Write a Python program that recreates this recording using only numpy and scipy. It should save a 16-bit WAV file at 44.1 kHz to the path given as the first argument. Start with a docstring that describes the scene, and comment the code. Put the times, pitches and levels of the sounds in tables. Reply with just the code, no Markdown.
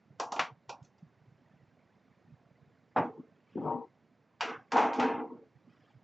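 """Sheet-metal tray worked with pliers

A thin sheet-metal tray is crimped with hand pliers, swung round and laid on a bench machine in a workshop.
Knocks and clicks ring the sheet's many close modes, small buckles rumble it, shaped noise makes the rubbing
gloves and the shop hum, and short low tones stand for blips of hum slipping through the noise suppressor.
The camera's suppressor pushes the hum down and chops each ring, band by band, as it sinks into the hum."""
import sys
import numpy as np
from scipy import signal
from scipy.fft import rfft, irfft, next_fast_len
from scipy.io import wavfile
from scipy.ndimage import uniform_filter1d

SR = 44100
rng = np.random.default_rng(int(sys.argv[2]) if len(sys.argv) > 2 else 0)


def wav_out(sig):
    """Save sig, one row per channel (or a flat mono array), as 16-bit PCM at SR to the path in sys.argv[1]."""
    wavfile.write(sys.argv[1], SR, np.round(np.clip(np.atleast_2d(sig).T, -1, 1) * 32767).astype(np.int16))


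N = 266143
T = np.arange(N) / SR
SUPPRESS_DB = 18  # deepest cut by the noise suppressor

# Modes of the steel plier jaws. Each row: frequency in Hz, strength in dB (on a slope that rises with
# frequency), free ring time t60 in seconds.
PLIERS = [(2143, 3, 0.25), (2379, 6, 0.4), (2445, 11, 0.3), (2579, 4, 0.35), (2697, 8, 0.3),
          (2862, 10, 0.3), (3171, 6, 0.25), (3400, 7, 0.25), (3830, 5, 0.25), (4250, 3, .25),
          (4600, 7, 0.25), (4840, 7, 0.25), (5310, 5, .2), (5610, 8, 0.2), (5800, 8, .2), (6320, 6, 0.25),
          (6590, 6, 0.25), (7200, 4, .2)]


def undb(db):
    """Decibels to a gain."""
    return 10 ** (np.asarray(db) / 20)


def level(x, db):
    """Scale a sound to an rms level in dB."""
    return x * undb(db) / np.sqrt(np.mean(x ** 2))


def on_log(hz, points):
    """Read a curve of (Hz, value) points at hz, along a log frequency axis."""
    at, value = np.transpose(points)[:2]
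    return np.interp(np.log(np.maximum(hz, 1)), np.log(at), value)


def coloured(points):
    """Noise with a spectrum of (Hz, dB) points, rms 1."""
    n = next_fast_len(N)
    gain = undb(on_log(np.fft.rfftfreq(n, 1 / SR), points))
    noise = irfft(rfft(rng.standard_normal(n)) * gain, n)
    return level(noise[:N], 0)


def walk(rate):
    """Random levels held 1 / rate seconds and smoothed twice, with a spread of 1."""
    k = int(SR / rate)
    steps = np.repeat(rng.standard_normal(N // k + 1), k)
    x = uniform_filter1d(uniform_filter1d(steps, k), k)[:N]
    return x / x.std()


def pan(db):
    """Left and right gains for a left minus right difference in dB."""
    return undb(np.array([db, -db]) / 2)


def add(out, s, x):
    """Mix a stereo sound in from s seconds on."""
    i = int(s * SR)
    out[:, i:i + x.shape[1]] += x[:, :N - i]


def above(hz, x, order=4):
    """High-pass filter."""
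    return signal.sosfilt(signal.butter(order, hz, "high", fs=SR, output="sos"), x)


def per_hz(band_db):
    """Turn levels of the seven bands into (Hz, dB per Hz) points at the band centres."""
    # Edges of the seven bands in Hz.
    band_edges = [90, 250, 600, 1150, 1900, 3400, 5500, 8000]
    edge = np.array(band_edges)
    return np.c_[np.sqrt(edge[1:] * edge[:-1]), band_db - 10 * np.log10(np.diff(edge))]


def hum():
    """Shop air and distant machines: a bass that swells unevenly under a smooth hiss."""
    # Spectrum of the shop. Each row: frequency in Hz, relative level in dB per Hz.
    shop_spectrum = [(18, -50.5), (30, -24), (43, -23.5), (123, 3), (237, -0.5), (370, -7.5), (620, -8.5),
                     (1220, -15.5), (2100, -18), (2920, -26), (5130, -32), (7290, -38.5), (8200, -52.5),
                     (10700, -69.5), (18000, -120)]
    # Stereo width of the shop. 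Each row: frequency in Hz, side minus mid in dB before a common trim.
    shop_width = [(60, -14), (100, -13), (180, -10.5), (300, -2), (520, -9), (890, -4.5), (1530, -25),
                  (2630, -27), (4520, -20), (7760, -9.5)]
    hum_db = -67.5  # level under the full cut of the suppressor
    bass_lean, lean_hz = 0.13, 450  # the bass sits further right

    mid = coloured(shop_spectrum)
    side = coloured([(hz, db + on_log(hz, shop_width)) for hz, db in shop_spectrum])
    # the swelling layer loses 12 dB per octave over 300 Hz
    bass = coloured([(hz, db - 12 * np.log2(max(hz / 300, 1))) for hz, db in shop_spectrum])
    swell = bass * 0.073 * walk(4.5)
    lean = bass_lean * (mid - above(lean_hz, mid, order=1))
    both = mid + swell + (undb(-17.0) * side - lean) * np.array([[1], [-1]])
    drift = undb(0.4 * walk(2))
    return level(both * drift * pan(-1.9)[:, None], hum_db + SUPPRESS_DB)


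def hum_blips():
    """Low blips of shop hum slipping through the noise suppressor: a few cycles of tone in a smooth swell."""
    # Each row: time in seconds (8 ms into the blip), peak in dB, pitch in Hz, left minus right in dB.
    low_blips = [(0.092, -44.5, 138, -3), (0.508, -42.5, 129, -1.5), (0.678, -41.5, 124.9, 1),
                 (0.809, -41, 147, -3.5), (1.017, -43, 162, -1), (1.062, -48, 225.4, -3),
                 (1.267, -44.5, 130.2, -1), (1.381, -45, 137, -0.5), (1.527, -43.5, 173, 0),
                 (1.718, -48.5, 141.8, -7.5), (2.269, -46, 148.7, 0), (2.318, -42, 134.5, -4),
                 (2.608, -44, 152.5, -7.5), (2.669, -42.5, 139, 1.5), (2.742, -47, 255.7, -3.5),
                 (5.548, -45, 144.2, -9), (5.672, -48, 236.4, -7), (5.952, -44, 123.9, -5)]
    blip_ms = 47.7
    out, n = np.zeros((2, N)), int(blip_ms * SR / 1000)
    for s, db, hz, lr_db in low_blips:
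        tone = np.hanning(n) * np.sin(2 * np.pi * hz * T[:n])
        add(out, s - 0.008, pan(lr_db)[:, None] * undb(db) * tone)
    return out


def rub():
    """Gloves and sleeves rub: grainy hiss blended from a dull and a bright weave, ramping in and out."""
    # Each row: start in seconds, end in seconds, level in dB, share of bright hiss from 0 to 1.
    strokes = [(3.515, 3.736, -60.5, .05), (5.702, 5.922, -63.5, 0.1)]
    ramp_db_s = 188  # slope before the start and after the end, dB per second
    dull = coloured([(300, -34.5), (1200, 8.5), (2300, 4), (3200, 1.0), (5000, -22.5), (8000, -34.5)])
    bright = coloured([(500, -22.0), (2000, -7.5), (5000, 5.0), (8000, -11.5)])
    out = 0
    for start, end, db, share in strokes:
        outside_s = np.maximum(0, np.maximum(start - T, T - end))
        gain = undb(db - ramp_db_s * outside_s)
        share = np.clip(share, 0, 1)
        out = out + gain * (np.sqrt(1 - share) * dull + np.sqrt(share) * bright)
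    grain = undb(0.9 * walk(40))
    return out * grain


def sheet(count=620):
    """The vibrating body: mode frequencies, weights and free decaying rings, with the plier jaws last."""
    # Loudest modes of the sheet. Each row: frequency in Hz, strength in dB (on a slope that rises with
    # frequency), free ring time t60 in seconds.
    strong_modes = [(248, 12, 0.9), (286, 9, .8), (325, 6, 0.8), (345, 5, 1.2), (420, 4, 0.7),
                    (481, 8, 0.7), (682, 5, 0.5), (712, 6, 0.4), (745, 7, 0.5), (810, 8, 0.5),
                    (851, 8, 0.5), (877, 5, 0.7), (923, 5, 0.5), (944, 6, .75), (1041, 7, 0.5),
                    (1077, 6, 0.5), (1146, 5, 0.5), (1180, 4, 0.6), (1234, 6, 0.6), (1270, 5, .5),
                    (1372, 4, .7), (1403, 6.5, .8), (1515, 4, .9), (1632, 8, 0.5), (1965, 3, 0.4)]
    # Ring of the crowd of modes. Each row: frequency in Hz, typical t60 in seconds.
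    crowd_ring = [(100, 0.41), (300, 0.83), (800, 0.78), (1450, 1), (2300, 0.81), (4000, 0.57),
                  (8000, 0.73)]
    # What reaches the microphone capsule. Each row: frequency in Hz, gain in dB.
    capsule = [(40, -34), (90, -5.5), (140, -5), (220, -1), (6000, -3.5), (7300, -9), (7700, -14.5),
               (8000, -33.5)]

    edges = 70 + 8100 * (np.arange(count + 1) / count) ** 1.5
    spacing = np.diff(edges)
    hz = edges[:-1] + spacing * rng.random(count)
    t60 = on_log(hz, crowd_ring) * undb(2.0 * rng.standard_normal(count))
    strong_hz, strong_db, strong_t60 = np.transpose(strong_modes + PLIERS)
    # each crowd mode carries its share of a flat spectrum
    weight = np.r_[np.sqrt(spacing), np.sqrt(strong_hz / 60) * undb(strong_db)]
    hz, t60 = np.r_[hz, strong_hz], np.r_[t60, strong_t60]

    t = T[:SR * 2 // 5, None].astype("f4")
    decay = np.exp(-t * (np.log(1000) / t60).astype("f4"))
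    rings = np.sin((2 * np.pi * hz).astype("f4") * t) * decay
    return hz, weight * undb(on_log(hz, capsule)), rings


def strike(hz, weight, rings, colour, jaws=0):
    """One blow at a chance spot: each mode gets its own sign and size, and left and right differ slightly."""
    # Stereo width of the sheet. Each row: frequency in Hz, side minus mid in dB.
    sheet_width = [(100, -15.5), (250, -20), (600, -23.5), (1200, -20), (2500, -25.5), (5000, -22),
                   (8000, -18.5)]
    sign, spread, side = rng.standard_normal((3, len(hz)))
    mid = np.sign(sign) * undb(2.3 * spread)
    side = side * undb(on_log(hz, sheet_width))
    is_sheet = np.arange(len(hz)) < len(hz) - len(PLIERS)
    gain = weight * np.where(is_sheet, 1, jaws) * undb(on_log(hz, colour))
    stereo = np.c_[mid + side, mid - side] * gain[:, None]
    return (rings @ stereo.astype("f4")).T


def click(hz, weight, rings, colour, contact_ms, size=600):
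    """At first contact all modes start in step and add up to one tick."""
    click_ms = 1.8  # decay time constant
    ms = T[:size] * 1000
    envelope = np.exp(-ms / click_ms) * (1 - np.exp(-(ms / contact_ms) ** 2))
    return rings[:size] @ (weight * undb(on_log(hz, colour))) * envelope


def rumble(deep, low, high, top):
    """Each flex swells (higher modes later), sags, then falls away, its upper and deepest modes first."""
    # Each row: start in seconds, swell in seconds, hold in seconds, peak in dB, sag while held in dB per second,
    # fall afterwards in dB per second, upper modes in dB, extra fade of upper and top modes in dB per second,
    # top modes in dB against the low ones, deepest modes in dB, left minus right in dB.
    flexes = [(0.205, 0.035, 0.26, -46.5, 27.92, 152.5, -4, 30, -15.5, -4.5, -0.5),
              (2.998, 0.058, 0.032, -38, 28, 79.84, -6, 60.5, -15.5, -8.5, -0.5),
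              (3.17, 0.011, 0.022, -48, 28, 407, -19.5, 40, -32, -3, 0),
              (3.235, .02, .06, -61.5, 28, 200, -19, 40, -30.5, -11, -0.5),
              (3.585, 0.1, 0.16, -35, 75, 226.8, 2, 39.5, -26, -4.5, 4),
              (4.416, 0.025, 0.079, -39, 28, 111.1, -6.5, 1.5, -1, -8.5, -0.9),
              (4.721, 0.051, .02, -30.5, 28, 46.5, 4, 30, -2.5, -21, -1),
              (4.98, 0.026, 0.2, -33, 28, 87.2, 2.5, 28, -0.5, -18, 0.5),
              (5.3, 0.043, .13, -49.5, 40, 245.5, -27.5, 42, -32, -20, -1)]
    top_fade_db_s, deep_fade_db_s = 26, 34  # top and deepest modes die sooner, dB per second
    upper_lag = 1.5  # the higher, the later the upper modes join a swell
    out, deep, low = 0, above(109, deep), above(236.3, low, order=8)
    for s, swell_s, hold_s, db, sag_db, fall_db, high_db, fade_db, top_db, deep_db, lr_db in flexes:
        after = np.maximum(T - s - swell_s, 0)
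        fallen_db = sag_db * np.minimum(after, hold_s) + fall_db * np.maximum(after - hold_s, 0)
        swell = np.sqrt(np.clip((T - s) / swell_s, 0, 1))
        top_part = swell ** 2 * undb(top_db - top_fade_db_s * after) * top
        upper = undb(high_db) * high + top_part
        deep_part = undb(deep_db - deep_fade_db_s * after) * deep
        mix = low + swell ** upper_lag * undb(-fade_db * after) * upper + deep_part
        out = out + swell * undb(db - fallen_db) * pan(lr_db)[:, None] * mix
    return out


def flex(hz, weight, rings, count=3):
    """Dense small buckles of uneven size drive the gripped sheet; deep, low, upper and top modes answer apart."""
    # Answers of the deepest, low, upper and top modes, one curve each.
    # Each row: frequency in Hz, relative level in dB per Hz.
    answers = [
        [(100, 0), (150, -1), (250, -13), (400, -34.5), (900, -61), (8000, -93.5)],
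        [(150, -8.5), (250, -1), (350, -3), (480, -3.5), (600, -17), (900, -25.5), (1500, -38.5), (8000, -84)],
        [(250, -30.5), (450, -4.5), (700, 1.5), (900, 0.5), (1150, -7.5), (1500, -27.5), (2500, -39),
         (8000, -76)],
        [(500, -30.5), (1000, -5.5), (1350, -1), (1800, -8.5), (2600, -13), (4500, -31), (8000, -45.5)],
    ]
    size = SR // 5
    gripped = rings[:size] * np.exp(-T[:size, None] * 28).astype("f4")  # the grip shortens every ring
    hits = rng.random(N) < 1500 / SR  # about 1500 buckles a second
    pops = hits * rng.standard_normal(N) * undb(1.5 * rng.exponential(size=N))
    # the buckling spot wanders, so the favoured modes shift
    spots = undb([4 * walk(12) for _ in range(count)])
    drives = pops * spots / np.sqrt(np.sum(spots ** 2, axis=0))
    groups = []
    for colour in answers:
        answer = 0
        for drive in drives:
            ring = strike(hz, weight, gripped, colour)
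            answer = answer + signal.oaconvolve(drive[None], ring, axes=1)[:, :N]
        groups.append(level(answer, 0))
    return rumble(*groups)


def knocks(*body):
    """Pliers and bench hit the sheet; hands shorten the ring; a click and a brief crack lead."""
    # Knocks on the sheet. Each row: start in seconds, body ring in dB, deep thud in dB, steel clank in dB,
    # clank brightness in dB per octave, damping by the hands of the body and of the clank in dB per 0.1 s
    # (above zero: none), ring of the plier jaws in dB, contact click against the ring in dB,
    # left minus right in dB.
    blows = [(0.198, -29, -45, -45.5, 4, -2, -10, -0.5, -13.5, 0.4),
             (0.32, -32.5, -49, -51.5, 6.5, -5, -8, 0.5, -25, -1),
             (0.362, -36.5, -45, -49.5, -4.5, -3.5, -3.5, 1.5, -34.5, 0),
             (0.393, -30, -44.5, -28, -7, -5.5, -17, -0.5, -6, 0.5),
             (0.693, -38.5, -47.5, -50.5, -0.2, 1.2, -9, 4.5, -14, -1.7),
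             (2.961, -14.5, -30, -48, -21.5, -18.5, -8.5, -3, -11.5, 1),
             (2.969, -18.5, -39.5, -41.5, -14, -10, -8.5, -2, -18, -0.7),
             (2.983, -32.5, -29.5, -51.5, -7.5, -7, -14, 0, -12, -0.1),
             (3.555, -68, -35, -79.5, -12, -2, -13.5, 0, -1, 3.5),
             (3.574, -42.5, -37, -74.5, -3.5, 2, 1, -0.5, -16, 1),
             (4.408, -30.5, -53, -34, -6, -2.5, -3, 2, -11, 0.7),
             (4.719, -32.5, -51.5, -39, -2, -4, -11, -6.5, -15.5, -0.3),
             (4.733, -26, -38, -46, -13.5, -7, -12.5, -7.5, -19.5, 2.5),
             (4.756, -18.5, -53, -47.5, -9, -2, -3.5, -5, -17, 2),
             (4.779, -22, -58, -39.5, -11, 0, -1, 1.5, -10.5, 0.5),
             (4.789, -23, -50, -49.5, -8, -6.5, -5.5, -1.5, -10, 1.5),
             (4.812, -29, -56.5, -43, -13, -5.5, -1.5, 5, -11.5, -0.5),
             (4.827, -30.5, -58, -53, -9, -5, -7.5, -0.5, -14.5, 0.5),
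             (4.997, -29.5, -53, -38, -5.5, -2, -3, -2.5, -5.5, -0.3)]
    # Light ticks, clank only: ticks of the pliers' joint, and a small bounce after the knock at 4.408 s. Each
    # row: start in seconds, level in dB, brightness in dB per octave, damping in dB per 0.1 s (above zero:
    # none).
    joint_ticks = [(0.8271, -60, 4, -8.5), (0.847, -59.5, 2.5, -17), (0.9807, -60.5, 0.5, -12.5),
                   (2.9818, -66, 2, -3.5), (3.04, -73.5, 10.5, -11), (0.703, -62, -2, -12.5),
                   (4.437, -47.5, -9, -2.5), (4.7674, -42, 2.5, -4.5), (4.932, -45, -2, 0.5)]
    # The three parts of a knock: relative level in dB in each of the seven bands.
    body_bands = [-31, -20, -4, -18.5, -27, -65.5, -63]
    thud_bands = [-1.5, -3, -20.5, -48, -73.5, -79.5, -77]
    clank_bands = [-37.5, -31, -9.5, -8, -3, -5, -6]
    turn_hz, low_hz = 2540, 1480  # brightness tilts the clank about the first, no further below the second
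    crack_db, crack_per_bright = 6.5, 0.29  # a dark clank cracks less
    snap_db, snap_ms = 7.5, 1.7  # the steel clank opens with a sharper snap
    steel_contact_ms, body_contact_ms = 0.26, 0.57  # the body takes a softer, longer push
    rise_ms, tick_jaws_db = 0.77, -2.5

    def held(db):
        """Damping by the hands, in dB per 0.1 s."""
        return undb(10 * t * min(db, 0))

    out, t = np.zeros((2, N)), T[:len(body[2])]
    fade = np.cos(np.pi / 2 * t / t[-1]) * (1 - np.exp(-(t * 1000 / rise_ms) ** 2))
    snap = 1 + (undb(snap_db) - 1) * np.exp(-t * 1000 / snap_ms)
    octaves = np.log2(np.maximum(per_hz(0)[:, 0], low_hz) / turn_hz)
    for s, body_db, thud_db, clank_db, bright, held_db, clank_held_db, jaws_db, click_db, lr_db in blows:
        body_part_db = body_db + np.array(body_bands)
        thud_part_db = thud_db + np.array(thud_bands)
        dull_db = 10 * np.log10(undb(body_part_db) ** 2 + undb(thud_part_db) ** 2)
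        steel = per_hz(clank_db + bright * octaves + clank_bands)
        crack = 1 + (undb(crack_db + crack_per_bright * min(bright, 0)) - 1) * np.exp(-t / 0.025)
        dull_ring = strike(*body, per_hz(dull_db)) * held(held_db)
        clank = strike(*body, steel, undb(jaws_db)) * held(clank_held_db) * snap
        add(out, s, pan(lr_db)[:, None] * (dull_ring + clank) * crack * fade)
        tick = click(*body, per_hz(body_part_db), body_contact_ms)
        tick = tick + click(*body, steel, steel_contact_ms)
        add(out, s, pan(lr_db)[:, None] * undb(click_db) * tick)
    for s, db, bright, held_db in joint_ticks:
        steel = per_hz(db + bright * octaves + clank_bands)
        add(out, s, strike(*body, steel, undb(tick_jaws_db)) * held(held_db) * snap * fade)
    return above(95, out)


def scene():
    """Hum, its blips and rubbing under the flexing and knocking of one sheet."""
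    body = sheet()
    return hum() + hum_blips() + rub() + flex(*body) + knocks(*body)


def suppress(x, size=1024):
    """Each band is turned down unless its power stands clear of its own usual quiet level."""
    open_db, knee_db, hold_s = 1.5, 12.5, 0.014  # opening starts, range to fully open, closing time constant
    overlap = size * 7 // 8
    hz, s, spec = signal.stft(x, SR, nperseg=size, noverlap=overlap)
    # neighbouring bins are pooled, more widely higher up
    near = np.exp(-0.5 * ((hz[:, None] - hz) / (45 + 0.021 * hz[:, None])) ** 2)
    power = near @ np.mean(np.abs(spec) ** 2, axis=0)
    keep = np.exp(-s[1] / hold_s)
    # quick to open, slower to close
    power = np.maximum(power, signal.lfilter([1 - keep], [1, -keep], power))
    quiet = np.percentile(power, 35, axis=1)[:, None]
    over_db = 10 * np.log10(power / quiet + 1e-12)
    opened = np.clip((over_db - open_db) / knee_db, 0, 1)
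    cleaned = spec * undb(-SUPPRESS_DB * (1 - opened))
    return signal.istft(cleaned, SR, nperseg=size, noverlap=overlap)[1][:, :N]


def record(dry):
    """Noise suppressor, bass cut, steep treble cut-off, then a faint converter hiss."""
    x = above(60, suppress(dry), order=2)
    x = signal.sosfilt(signal.ellip(10, 0.3, 75, 8120, fs=SR, output="sos"), x)
    return x + undb(-100) * rng.standard_normal(x.shape)


dry = scene()
out = record(dry)
wav_out(out)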